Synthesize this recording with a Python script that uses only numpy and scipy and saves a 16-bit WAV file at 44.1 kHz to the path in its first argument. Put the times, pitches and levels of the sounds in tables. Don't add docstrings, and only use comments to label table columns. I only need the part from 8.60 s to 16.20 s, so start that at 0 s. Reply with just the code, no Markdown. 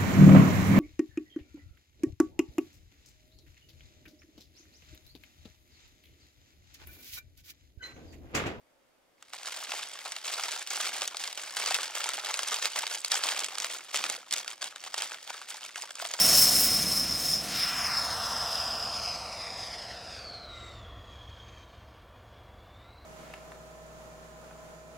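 import sys
import numpy as np
from scipy import signal
from scipy.fft import rfft, irfft, next_fast_len
from scipy.io import wavfile
from scipy.ndimage import map_coordinates

SR = 44100
rng = np.random.default_rng(int(sys.argv[2]) if len(sys.argv) > 2 else 0)


def output_pcm(signal):
    pcm = np.clip(np.atleast_2d(signal).T, -1, 1) * 32767
    wavfile.write(sys.argv[1], SR, np.round(pcm).astype(np.int16))


N = 335160

# (start [s], length [s], effort [dB], facet pitch [Hz])
PULLS = [(0.742, .015, -44, 2630), (0.86, .19, -39.5, 3670), (1.09, .15, -37, 2500), (1.45, .03, -41, 2580),
         (1.65, .12, -35.5, 3040), (1.79, .23, -36.5, 2930), (2.108, .065, -33.5, 4230),
         (2.205, .08, -32.5, 3500), (2.34, .11, -36, 2650), (2.6, .07, -39, 4000), (2.78, .16, -41.5, 2580),
         (2.97, .07, -33.5, 2690), (3.06, .07, -30.5, 2800), (3.15, .11, -35, 2950),
         (3.35, .15, -34.5, 2660), (3.54, .06, -38, 2100), (3.65, .16, -35.5, 2600), (3.87, .09, -32, 3300),
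         (4.03, .04, -31.5, 3500), (4.16, .07, -33.5, 2700), (4.305, .045, -33.5, 4380),
         (4.517, .05, -28.5, 2850), (4.63, .075, -31.5, 3130), (4.72, .11, -35, 2760),
         (5.0, .15, -37, 3230), (5.345, .05, -34.5, 3150), (5.44, .1, -35, 2950), (5.73, .06, -35.5, 3230),
         (5.885, .035, -42, 2800), (6.02, .05, -40, 2520), (6.24, .04, -44, 2640), (6.375, .08, -36, 3060),
         (6.51, .04, -43, 2400), (6.68, .09, -43, 2700), (6.89, .07, -41, 3030), (7.02, .06, -43.5, 3300),
         (7.16, .07, -41.5, 3560), (7.395, .2, -38.5, 4080)]
# (time [s], level [dB])
SLIP = [(0.65, -3.5), (0.9, -3.5), (1.35, -3.5), (1.6, -2.5), (2.2, -3), (2.7, -1.5), (3.1, -5), (6.1, -3),
        (6.8, -4.5), (7.2, -7)]


def crinkle(level_db=-1.5, rate=540, size_db=7.5, clump_db=3.5, pitch_spread=0.99, relief=0.43):
    touch_s, share_s, lowest_hz = 0.55, 0.052, 720
    t = np.arange(N) / SR
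    flex = amp(effort_db(t))
    density = flex ** .8 * (t > touch_s)
    chance = rng.random(int(rate * N / SR))
    s = np.interp(chance, np.cumsum(density) / density.sum(), t)
    size, pitch = rng.standard_normal((2, len(s)))
    at = (s * SR).astype(int)
    gains = amp(size_db * np.minimum(size, 1.8) + clump_db * wobble(80)[at])
    window = np.hanning(int(share_s * SR) * 2) / (share_s * SR)
    spent = signal.oaconvolve(np.bincount(at, gains ** 2, N), window, "same")
    gains *= amp(level_db) * flex[at] / np.sqrt(abs(spent[at]))
    slip_db = curve(SLIP, s)
    gains *= amp(-relief * (slip_db - slip_db.mean()))
    hz = lowest_hz + abs(facet_hz(s) - lowest_hz) * np.exp(pitch_spread * pitch)
    return buckles(s, gains, np.minimum(hz, 14000), ring_db=5, ring_t60=.016, q=.9, mode_db=9.5)


def creases(level_db=-1, run_db=-9, run_s=.0006, follow_db=-15, follow_s=.005, count=2):
    # (time [s], relative energy [dB], pitch [Hz])
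    main_creases = [(0.6257, -22.5, 3140), (0.7345, -12, 2390), (0.7434, -17, 1207), (0.765, -18.5, 3600),
                    (0.832, -16, 3520), (0.916, -22, 5500), (1.1195, -7, 1670), (1.1391, -18, 12000),
                    (1.39, -15, 3000), (1.4588, -16, 3680), (1.5207, -7.5, 4040), (1.5649, -8.5, 2960),
                    (1.7386, -6, 6900), (1.7971, -5.5, 2050), (1.837, -3.5, 3700), (1.9178, -7.5, 4870),
                    (2.074, -8.5, 4300), (2.2099, -4, 5800), (2.2568, -9, 2540), (2.4193, -2.5, 3680),
                    (2.4766, -1.5, 6400), (2.5466, -12, 1430), (2.5697, -5, 5170), (2.6392, -6.5, 2100),
                    (2.6761, -7.5, 4560), (2.7284, -10, 4700), (2.7756, -9, 2470), (2.9687, -4.5, 3230),
                    (3.1084, -3.5, 2080), (3.1444, 4, 3880), (3.2064, -17, 2400), (3.2318, -5, 4530),
                    (3.3538, -8, 2400), (3.4416, -1.5, 3600), (3.4905, -2.5, 3200), (3.6623, -21, 5100),
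                    (3.7414, -2, 4070), (3.7919, -1, 2540), (3.8322, -3.5, 4020), (3.9433, -0.5, 3960),
                    (4.0254, -4, 3900), (4.0561, 2, 3500), (4.1891, 0, 9700), (4.2676, -4.5, 2780),
                    (4.3513, -8, 6700), (4.4475, 0.5, 4900), (4.482, -10.5, 7850), (4.5184, 1.5, 4400),
                    (4.5435, -1.5, 4900), (4.6375, 0, 3720), (4.6884, -0.5, 2800), (4.7922, -2, 5460),
                    (4.8449, -4, 4200), (4.8631, -11, 6300), (4.9535, -9.5, 3340), (4.9839, -3.5, 3500),
                    (5.0013, -4.5, 4270), (5.045, -2, 2620), (5.3445, -1.5, 2360), (5.3588, 0, 4030),
                    (5.3646, -2.5, 3320), (5.3728, -3, 2820), (5.44, -2.5, 2100), (5.4995, -1.5, 5500),
                    (5.7105, -5.5, 4380), (5.7262, 2, 6600), (5.7379, 1.5, 5470), (5.7826, -5.5, 5900),
                    (5.846, -16, 2030), (5.879, -5.5, 4000), (6.0197, -7.5, 3470), (6.0268, -7.5, 4400),
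                    (6.0424, -6, 5000), (6.076, -22, 5960), (6.1604, -12, 2230), (6.2398, -13, 3240),
                    (6.3429, -3.5, 2780), (6.3803, -5, 4900), (6.4213, -2, 3000), (6.5194, -11, 1530),
                    (6.7041, -10.5, 980), (6.816, -14, 1430), (6.904, -12, 5500), (7.009, -19, 3000),
                    (7.049, -17.5, 6000), (7.1582, -9.5, 1590), (7.1781, -15, 3520), (7.2218, -8, 7440),
                    (7.307, -13, 2250), (7.3553, -13, 4500), (7.4228, -12, 1900), (7.4516, -7, 2290),
                    (7.538, -4, 5340)]
    s, db, hz = np.vstack([main_creases, lesser_creases()]).T
    snap = buckles(s, amp(db + level_db), hz, ring_db=2.5, ring_t60=.013, q=.85, mode_db=-3)
    jerk, wait, size, pitch = rng.standard_normal((len(s) * count, 4)).T
    s, db, hz = np.repeat([s, db, hz], count, axis=1)
    run = buckles(s + run_s * jerk, amp(db + run_db), hz * np.exp(.3 * pitch),
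                  ring_db=-1.5, ring_t60=.014, q=.48, mode_db=-3)
    neighbours = buckles(s + follow_s * abs(wait), amp(db + follow_db + 4.7 * size),
                         hz * np.exp(-.5 * abs(pitch)), ring_db=0, ring_t60=.012, q=.93, mode_db=5)
    return snap + run + neighbours


def lesser_creases(rate=8, above_db=24, range_db=6, pitch_hz=3600, pitch_range=1.27):
    moment, size, pitch = rng.random((int(rate * N / SR), 3)).T
    progress = (np.arange(len(moment)) + moment) / len(moment)
    s = np.interp(progress, [0, 1], [PULLS[0][0], N / SR])
    db = effort_db(s) + above_db + range_db * (size - .5)
    hz = pitch_hz * np.exp(pitch_range * (pitch - .5))
    return np.transpose([s, db, hz])


def ticks(above_db=15, rate=26, size_db=5, pitch_hz=9500):
    moment, size, pitch = rng.random((int(rate * N / SR), 3)).T
    s = np.interp(moment, [0, 1], [PULLS[0][0], N / SR])
    db = effort_db(s) + above_db + size_db * np.minimum(-np.log(size), 2)
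    return buckles(s, amp(db), pitch_hz * np.exp(pitch - .5), ring_db=-5, ring_t60=.0087, q=1, mode_db=2)


def buckles(times, gains, pitch_hz, ring_db, ring_t60, q, mode_db, mode_q=15, mode_spread=0.3125):
    size, lead_in = 512, 8
    lag_spread_s, pan_db = 14e-6, 2
    t, hz = np.arange(size) / SR, np.fft.rfftfreq(size, 1 / SR) + 1
    draws = rng.standard_normal((len(times), size + 4))
    sign, place, pan, shape = draws[:, :4].T[:, :, None]
    shiver = draws[:, 4:] * amp(-60 * t / ring_t60)
    push = amp(ring_db) * shiver / np.linalg.norm(shiver, axis=1, keepdims=True)
    push[:, :1] = np.sign(sign)
    ratio = hz / pitch_hz[:, None]
    facet = resonance(ratio, q) + amp(mode_db) * resonance(ratio * np.exp(mode_spread * shape), mode_q)
    spectra = rfft(np.roll(push, lead_in, axis=1)) * facet
    spectra *= gains[:, None] / np.sqrt(np.mean(abs(spectra) ** 2, axis=1, keepdims=True))
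    port = amp(pan_db * pan / 2) * np.exp(1j * np.pi * hz * lag_spread_s * place)
    where = ((times * SR).astype(int)[:, None] + np.arange(size) - lead_in).ravel()
    return np.array([np.bincount(where, irfft(spectra * p).ravel(), N)[:N] for p in (port, 1 / port)])


def radiate(x, size=1024):
    # (frequency [Hz], gain [dB])
    radiation = [(60, -31), (200, -21.5), (400, -1.5), (720, 0), (1400, -0.5), (1900, -4.5), (3200, -1),
                 (5500, -1), (7900, 1.5), (10300, -4), (13800, -14.5), (15500, -8.5)]
    cepstrum = irfft(np.log(amp(along(radiation, np.fft.rfftfreq(size, 1 / SR)))))
    cepstrum[1:size // 2] *= 2
    cepstrum[size // 2 + 1:] = 0
    impulse_response = irfft(np.exp(rfft(cepstrum)))
    return signal.oaconvolve(x, impulse_response[None], axes=1)[:, :N]


def panels(level_db=-1.5, upper_gain=0.44, t60=.04, rise_s=.0015):
    # (time [s], relative level [dB], lowest mode [Hz])
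    pops = [(0.734, -45, 450), (1.793, -26.5, 790), (2.42, -32, 584), (2.966, -29, 823), (3.11, -24.5, 752),
            (3.689, -29, 834), (4.182, -29.5, 670), (5.437, -38, 523), (6.34, -38, 930), (6.518, -48, 1040),
            (6.702, -33, 946), (6.944, -36, 870), (7.177, -39, 732), (7.423, -29.5, 682), (7.452, -30, 687)]
    out, t = np.zeros(N + SR), np.arange(SR // 10) / SR
    envelope = amp(-60 * t / t60) * (1 - np.exp(-t / rise_s))
    for s, db, hz in pops:
        upper_hz = hz * np.exp(.5 * abs(rng.standard_normal((4, 1))))
        ring = np.sin(2 * np.pi * hz * t) + upper_gain * np.sin(2 * np.pi * upper_hz * t).sum(0)
        out[round(s * SR):][:len(t)] += ring * envelope * amp(db + level_db)
    return signal.lfilter(*signal.butter(3, 500, "high", fs=SR), out[:N])


def slide(catch_db=4, apart=0.29, split_hz=2500, tilt=0.26):
    # (frequency [Hz], relative spectral density [dB])
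    friction = [(60, -27), (180, -30.5), (300, -16.5), (650, 0), (1500, -1), (4500, 1), (8000, -4),
                (11500, -11), (16000, -10)]
    t = np.arange(N) / SR
    mid, side = rng.standard_normal((2, N))
    noise = np.array([mid + apart * side, mid - apart * side])
    hiss = filtered(noise, lambda hz: amp(along(friction, hz)))
    dull = filtered(hiss, lambda hz: 1 / (1 + (hz / split_hz) ** 2))
    taut = (facet_hz(t) / split_hz) ** tilt
    rub = (dull / taut + (hiss - dull) * taut) * amp(catch_db * wobble(260))
    return unit(rub) * amp(effort_db(t) + curve(SLIP, t))


def sway(centre_hz=330, q=0.95, apart=0.91, flutter_db=4):
    # (time [s], level [dB])
    body = [(1.1, -33), (1.6, -41), (2.25, -26), (2.7, -30), (3.2, -31), (4.2, -36), (5.4, -23), (6.4, -30),
            (7.4, -35)]
    t = np.arange(N) / SR
    draught = rng.standard_normal(N) + apart * rng.standard_normal((2, N))
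    flutter = filtered(draught, lambda hz: resonance((hz + 1) / centre_hz, q) ** 2)
    return unit(flutter * amp(flutter_db * wobble(60))) * amp(effort_db(t) + curve(body, t))


def pull_powers(s, attack_db_per_s=701, sag_db_per_s=12, release_db_per_s=260):
    # (time [s], effort [dB])
    grip = [(0.55, -85), (0.63, -59), (0.72, -59), (0.82, -46), (1.4, -45), (2.05, -47), (2.72, -47),
            (3.2, -44), (3.85, -40), (4.45, -45), (4.88, -42), (5.23, -48), (5.42, -41), (5.63, -54),
            (5.98, -56), (6.33, -47.5), (7.13, -50), (7.6, -46)]
    start, length, db, _ = np.transpose(PULLS)[:, :, None]
    age = s - start
    fall_db = (attack_db_per_s * np.maximum(-age, 0)
               + sag_db_per_s * np.clip(age, 0, length)
               + release_db_per_s * np.maximum(age - length, 0))
    return amp(np.vstack([curve(grip, s), np.maximum(db - fall_db, -150)])) ** 2


def effort_db(s, size=4096):
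    grid = np.linspace(0, N / SR, size)
    return np.interp(s, grid, 10 * np.log10(pull_powers(grid).sum(0)))


def facet_hz(s, slack_hz=2454, size=4096):
    grid = np.linspace(0, N / SR, size)
    power, hz = pull_powers(grid), np.append(slack_hz, np.transpose(PULLS)[3])
    return np.interp(s, grid, hz @ power / power.sum(0))


def room(x, gap_s=.004, block=16384):
    # (frequency [Hz], reverberation time [s])
    decay = [(200, 0.16), (2000, 0.1), (12000, 0.044)]
    out = np.zeros((2, N + SR))
    for start in range(0, N, block):
        hz, t, spectra = signal.stft(rng.standard_normal((2, SR // 3)), SR, nperseg=256)
        mid, side = signal.istft(spectra * amp(-60 * t / along(decay, hz)[:, None]), SR, nperseg=256)[1]
        side = signal.lfilter(*signal.butter(1, [1200, 9000], "band", fs=SR), side)
        tail = np.array([mid + side, mid - side])
        wet = signal.fftconvolve(x[:, start:start + block], tail / np.linalg.norm(tail[0]), axes=1)
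        out[:, start + int(gap_s * SR):][:, :wet.shape[1]] += wet
    return out[:, :N]


def air(level_db=-68.5, drone_db=-79.5, drone_hz=538, drone_q=8):
    # (frequency [Hz], relative spectral density [dB])
    ambient = [(20, -9), (75, -7.5), (200, -5.5), (280, 1), (420, -3), (600, 0.5), (1500, -7),
               (4000, -13.5), (15000, -21.5)]
    noise = rng.standard_normal((2, N)) + .5 * rng.standard_normal(N)
    hush = filtered(noise, lambda hz: amp(along(ambient, hz)))
    drone = filtered(rng.standard_normal(N), lambda hz: resonance((hz + 1) / drone_hz, drone_q) ** 2)
    return amp(level_db) * unit(hush) + amp(drone_db) * unit(drone)


def resonance(ratio, q):
    return 1 / (1 + 1j * q * (ratio - 1 / ratio))


def filtered(x, response):
    size = next_fast_len(N + SR // 2)
    return irfft(rfft(x, size) * response(np.fft.rfftfreq(size, 1 / SR)), size)[..., :N]


def wobble(rate):
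    knots = rng.standard_normal(int(N * rate / SR) + 4)
    return map_coordinates(knots, [np.arange(N) * rate / SR], order=2)


def along(points, hz):
    frequencies, values = np.transpose(points)
    return np.interp(np.log(hz + 1), np.log(frequencies), values)


def curve(rows, s):
    return np.interp(s, *np.transpose(rows))


def amp(db):
    return 10 ** (np.asarray(db) / 20)


def unit(x):
    return x / np.sqrt(np.mean(x ** 2) + 1e-20)


def scene():
    paper = radiate(creases() + crinkle() + ticks()) + panels() + slide() + sway()
    paper = paper * amp([[-.3], [.3]])
    return paper + amp(-18) * room(paper) + air()


def record(dry, lead_s=.000037, housing_q=13, top_hz=15750):
    # (frequency [Hz], added gain [ratio])
    housing = [(1030, -0.24), (2170, 0.4), (3270, 0.16), (4200, -0.27), (4550, 0.18)]
    ports = filtered(dry, lambda hz: np.exp(1j * np.pi * np.outer([1, -1], hz) * lead_s))
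    housed = filtered(ports, lambda hz: 1 + sum(gain * resonance((hz + 1) / centre, housing_q)
                                                for centre, gain in housing))
    return filtered(housed, lambda hz: np.clip((top_hz - hz) / 300 + .5, 0, 1))


dry = scene()
out = record(dry)
output_pcm(out)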